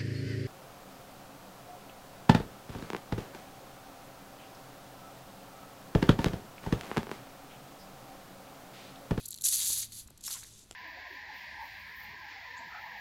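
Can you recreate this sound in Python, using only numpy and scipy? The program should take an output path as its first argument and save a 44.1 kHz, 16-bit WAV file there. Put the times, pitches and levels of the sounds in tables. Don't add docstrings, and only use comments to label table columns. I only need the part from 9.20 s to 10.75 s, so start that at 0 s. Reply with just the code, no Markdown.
import sys
import numpy as np
from scipy import signal
from scipy.fft import rfft, irfft, next_fast_len
from scipy.io import wavfile
from scipy.ndimage import map_coordinates

SR = 44100
rng = np.random.default_rng(int(sys.argv[2]) if len(sys.argv) > 2 else 0)


def transcribe(signal):
    frames = np.atleast_2d(signal).T
    limited = np.clip(frames, -1, 1)
    pcm = np.round(limited * 32767).astype(np.int16)
    wavfile.write(sys.argv[1], SR, pcm)


N = 68355
T = np.arange(N) / SR
FLUTTER_PER_S = 520


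def amp(db):
    return 10 ** (np.asarray(db) / 20)


def unit(x):
    return x / np.sqrt(np.mean(x ** 2) + 1e-20)


def level(points, fade_s=.03):
    s, db = np.transpose(points)
    gate = np.interp(T, [s[0] - fade_s, s[0], s[-1], s[-1] + fade_s], [0, 1, 1, 0])
    return amp(np.interp(T, s, db)) * gate


def decay(start_s, t60_s):
    return (T >= start_s) * amp(-60 * np.maximum(T - start_s, 0) / t60_s)


def wobble(knots_per_s):
    return map_coordinates(rng.standard_normal(4096), [T * knots_per_s], mode="wrap")


def below(hz, edge_hz, order=8):
    return 1 / np.sqrt(1 + (hz / edge_hz) ** (2 * order))


def hump(hz, centre_hz, width_oct):
    return np.exp(-.5 * (np.log2((hz + 1) / centre_hz) / width_oct) ** 2)


def filtered(x, response):
    size = next_fast_len(N + SR // 2)
    return irfft(rfft(x, size) * response(np.fft.rfftfreq(size, 1 / SR)), size)[:N]


def coloured(x, colour):
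    points_hz, db = np.transpose(colour)
    return unit(filtered(x, lambda hz: amp(np.interp(np.log(hz + 1), np.log(points_hz + 1), db))))


def burst(envelope, noise):
    return envelope * noise * np.linalg.norm(envelope) / np.linalg.norm(envelope * noise)


# (frequency [Hz], gain [dB])
AIR_COLOUR = [(25, 1.5), (60, -0.5), (150, -3.5), (250, -8), (450, -15.5), (1000, -20), (2200, -22.5),
              (4000, -19.5), (7000, -26), (11000, -26.5), (15000, -41)]


def air(level_db=-61, rumble_hz=200, swell_db=1):
    noise = coloured(rng.standard_normal(N), AIR_COLOUR)
    rumble = filtered(noise, lambda hz: below(hz, rumble_hz))
    return amp(level_db) * (noise - rumble + rumble * amp(swell_db * wobble(9)))


# (time [s], level [dB])
HUM_LEVEL = [(0, -65), (.25, -76.5), (.38, -64), (.8, -63.5), (1.1, -69.5), (1.55, -68.5)]
# (time [s], level [dB])
OCTAVE_LEVEL = [(0, -72.5), (.55, -73), (.9, -82.5)]


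def hum(pitch_hz=108.4, waver_db=2.0, drift_rad=0.57):
    phase = 2 * np.pi * pitch_hz * T + drift_rad * wobble(8.23)
    tone = level(HUM_LEVEL) * np.sin(phase) + level(OCTAVE_LEVEL) * np.sin(2 * phase)
    return np.sqrt(2) * tone * amp(waver_db * wobble(6.73))


def yard_echo(near, level_db=-18.5, t60_s=0.072):
    tail = rng.standard_normal(N) * decay(0, t60_s)
    return amp(level_db) * signal.fftconvolve(near, tail / np.linalg.norm(tail))[:N]


# (time [s], level [dB])
THUDS = [(0.499, -44), (0.86, -45.5), (1.226, -47.5)]


def thuds(pitch_hz=61.6, t60_s=0.096):
    return sum(amp(db) * decay(s, t60_s) * np.sin(2 * np.pi * pitch_hz * (T - s)) for s, db in THUDS)


# (time [s], level [dB], centre [Hz], t60 [s])
BUMPS = [(.501, -41.5, 517, 0.011), (.631, -40.5, 2360, 0.0073), (.721, -51, 2500, 0.0065),
         (.886, -53.5, 1390, 0.012), (0.907, -50, 540, 0.012), (1.079, -41, 1480, 0.026),
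         (1.105, -49, 704, 0.018), (1.231, -46.5, 1740, 0.019), (1.246, -48.5, 1730, 0.011)]


def bumps(width_oct=0.57, bass_db=-19.5):
    out = np.zeros(N)
    for s, db, centre_hz, t60_s in BUMPS:
        puff = filtered(rng.standard_normal(N),
                        lambda hz: hump(hz, centre_hz, width_oct) + amp(bass_db) * below(hz, centre_hz))
        out += amp(db) * burst(decay(s, t60_s), puff)
    return out


# (time [s], relative level [dB])
CLICKS = [(1.5113, -26), (1.514, -43), (1.523, -39), (1.5287, -41.5)]
# (frequency [Hz], gain [dB], t60 [s])
OBJECT_MODES = [(400, -11, 0.0086), (720, -7.5, 0.0067), (1380, -10, 0.0088), (3140, -6, 0.0033),
                (5700, -6, 0.0032), (7370, -0.5, 0.0041)]


def clicks(crack_hz=7000, crack_db=-1, crack_t60_s=0.0061, low_cut_hz=240):
    out = np.zeros(N)
    crack = filtered(rng.standard_normal(N), lambda hz: below(hz, crack_hz, order=3))
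    for s, db in CLICKS:
        ring = sum(amp(mode_db + rng.normal(0, 1)) * decay(s, t60_s) * np.sin(2 * np.pi * hz * (T - s))
                   for hz, mode_db, t60_s in OBJECT_MODES)
        out += amp(db) * (ring + amp(crack_db) * decay(s, crack_t60_s) * crack) / 2
    return out - filtered(out, lambda hz: below(hz, low_cut_hz, order=2))


# (time [s], length [s], level [dB], pitch [Hz])
SQUEAKS = [(.007, 0.028, -58.5, 2530), (1.0815, 0.006, -33.5, 5440), (1.13, 0.005, -35, 6050),
           (1.156, 0.03, -54.5, 1090)]


def squeaks(sag_hz_per_s=8000, jitter_hz=36):
    out = np.zeros(N)
    for s, length_s, db, hz in SQUEAKS:
        pitch_hz = hz - sag_hz_per_s * (T - s) + jitter_hz * wobble(FLUTTER_PER_S)
        envelope = np.exp(-(2 * (T - s) / length_s) ** 2)
        out += amp(db) * envelope * np.sin(2 * np.pi * np.cumsum(pitch_hz) / SR)
    return out


def grit(colour, flutter_db, grains_per_s=5000, spread_db=3, surge_db=1.5, surge_per_s=70):
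    low_hz, high_hz = 4920, 8970
    bands = [lambda hz: below(hz, low_hz),
             lambda hz: np.sqrt(np.abs(below(hz, high_hz) ** 2 - below(hz, low_hz) ** 2)),
             lambda hz: np.sqrt(1 - below(hz, high_hz) ** 2)]
    shared_flutter = wobble(FLUTTER_PER_S)
    own_weight = 0.86
    out = np.zeros(N)
    for band in bands:
        hits = (rng.random(N) < grains_per_s / SR) * np.sign(rng.standard_normal(N))
        clumps = np.sqrt(1 - own_weight ** 2) * shared_flutter + own_weight * wobble(FLUTTER_PER_S)
        grain_db = spread_db * np.clip(rng.standard_normal(N), -2, 2)
        clump_db = flutter_db * np.clip(clumps, -2, 2)
        rocking_db = surge_db * wobble(surge_per_s)
        out += filtered(hits * amp(grain_db + clump_db + rocking_db), band)
    return coloured(out, colour)


# (time [s], level [dB])
SLIDE_LEVEL = [(1.02, -70), (1.032, -57), (1.039, -44.5), (1.075, -37.5), (1.097, -46.5), (1.109, -37.5),
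               (1.143, -36.5), (1.158, -44), (1.215, -50.5), (1.29, -68), (1.55, -71)]
# (frequency [Hz], gain [dB])
SLIDE_COLOUR = [(300, -59), (2300, -18.5), (3000, -10.5), (3700, -3.5), (5200, -7), (6100, 0.5),
                (7700, -0.5), (8800, -4.5), (10800, -2), (12500, -7), (16000, -26.5)]
# (time [s], level [dB])
RASP_LEVEL = [(1.074, -98), (1.083, -59), (1.118, -58.5), (1.14, -61.5), (1.165, -51.5), (1.21, -65.5),
              (1.3, -72.5)]
# (frequency [Hz], gain [dB])
RASP_COLOUR = [(150, -26), (500, -17), (850, -7), (1100, -8.5), (1600, -4.5), (2300, -7.5), (3500, -9),
               (7000, -40)]
# (time [s], level [dB])
BRUSH_LEVEL = [(1.2, -66), (1.27, -55), (1.36, -59.5), (1.394, -57), (1.44, -63), (1.47, -80)]


def slide(flutter_db=2, brush_hz=5970):
    scrape = level(SLIDE_LEVEL) * grit(SLIDE_COLOUR, flutter_db)
    rasp = level(RASP_LEVEL) * grit(RASP_COLOUR, flutter_db)
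    brush = filtered(grit(SLIDE_COLOUR, flutter_db=0), lambda hz: below(hz, brush_hz, order=1))
    return scrape + rasp + level(BRUSH_LEVEL) * unit(brush)


# (time [s], length [s], level [dB], centre [Hz])
CATCHES = [(0.0557, 0.0042, -37.5, 7650), (0.06, .007, -46, 11100), (0.0814, 0.0078, -39.5, 11000),
           (0.1068, 0.0026, -35, 10000), (0.1143, 0.006, -44.5, 8800), (.1248, .0012, -38.5, 8500),
           (0.1298, 0.0012, -38, 5900), (0.1429, 0.0011, -36, 5700), (0.147, 0.0022, -43.5, 5200),
           (0.158, 0.0082, -50, 9100), (0.176, 0.0012, -43, 4180), (0.186, 0.0014, -43, 4760),
           (0.2105, .0055, -42, 6800), (0.220, 0.0028, -36, 11000), (0.2856, 0.0005, -23, 6500),
           (0.2891, 0.00035, -21, 7100), (0.339, 0.0035, -30, 5060), (0.722, 0.006, -47.5, 6500),
           (0.874, 0.007, -54, 8600), (.903, 0.004, -54, 8500), (.976, 0.0049, -53.5, 7200),
           (1.0084, 0.0052, -52, 6000), (1.038, .004, -45.5, 6500), (1.122, .011, -38, 7600),
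           (1.235, 0.0055, -47.5, 6000), (1.391, 0.0072, -56.5, 7000)]
# (frequency [Hz], gain [dB])
CATCH_COLOUR = [(500, -32), (2800, -20), (3500, -2), (4300, 2.5), (5320, -13), (5800, -2), (7900, 1),
                (8900, -7), (11000, 2.5), (12800, -1.5), (16000, -16)]


def catches(flutter_db=4.5, ramp_s=0.00038, width_oct=0.9):
    rub = grit(CATCH_COLOUR, flutter_db)
    out = np.zeros(N)
    for s, length_s, db, centre_hz in CATCHES:
        slip = np.exp(-np.abs(T - np.clip(T, s, s + length_s)) / ramp_s)
        out += amp(db) * burst(slip, filtered(rub, lambda hz: hump(hz, centre_hz, width_oct)))
    return out


# (time [s], level [dB])
DRAG_LEVEL = [(0, -53.5), (.05, -53), (.078, -62), (.198, -61), (.230, -55), (.2375, -39), (.2395, -27),
              (.255, -25), (.288, -28), (.311, -32), (.342, -27), (.372, -31), (.43, -31.5), (.478, -30),
              (.51, -31), (.553, -31.5), (.635, -38), (.686, -59.5), (.718, -56.5), (.724, -50), (.80, -44),
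              (.86, -68.5)]
# (frequency [Hz], gain [dB])
DRAG_COLOUR = [(150, -52), (600, -35), (1200, -26.5), (2000, -21.5), (2800, -16.5), (3500, -8),
               (4000, -4.5), (4700, -5.5), (5320, -12), (5850, -3.5), (6800, -0.5), (8700, -6.5),
               (10500, -0.5), (12300, -4.5), (13800, -16.5), (16000, -23.5)]
# (time [s], gain [dB])
BODY_GAIN = [(0, 5), (.06, 5), (.25, -5.5), (.295, -6.5), (.335, -2), (.43, 1), (.55, 0), (.62, 3),
             (.67, 6), (.76, 1.5), (.94, 4)]
# (time [s], gain [dB])
TREBLE_GAIN = [(.235, 0), (.26, -9), (.32, -5), (.348, 2), (.37, 0.5)]


def drag(coarse_db=2, smoothing_s=(0.41, 0.68), body_hz=4860, treble_hz=11400):
    flutter_db = np.interp(T, smoothing_s, [coarse_db, 0])
    rub = grit(DRAG_COLOUR, flutter_db)
    body = filtered(rub, lambda hz: below(hz, body_hz))
    middle = filtered(rub, lambda hz: below(hz, treble_hz)) - body
    treble = (rub - body - middle) * amp(np.interp(T, *np.transpose(TREBLE_GAIN)))
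    return level(DRAG_LEVEL) * (level(BODY_GAIN) * body + middle + treble)


def scene():
    near = drag() + catches() + slide() + squeaks() + bumps() + thuds() + clicks()
    return (near + yard_echo(near) + hum() + air())[None]


def record(dry):
    top_hz = 15900
    return filtered(dry[0], lambda hz: hz < top_hz)[None]


dry = scene()
out = record(dry)
transcribe(out)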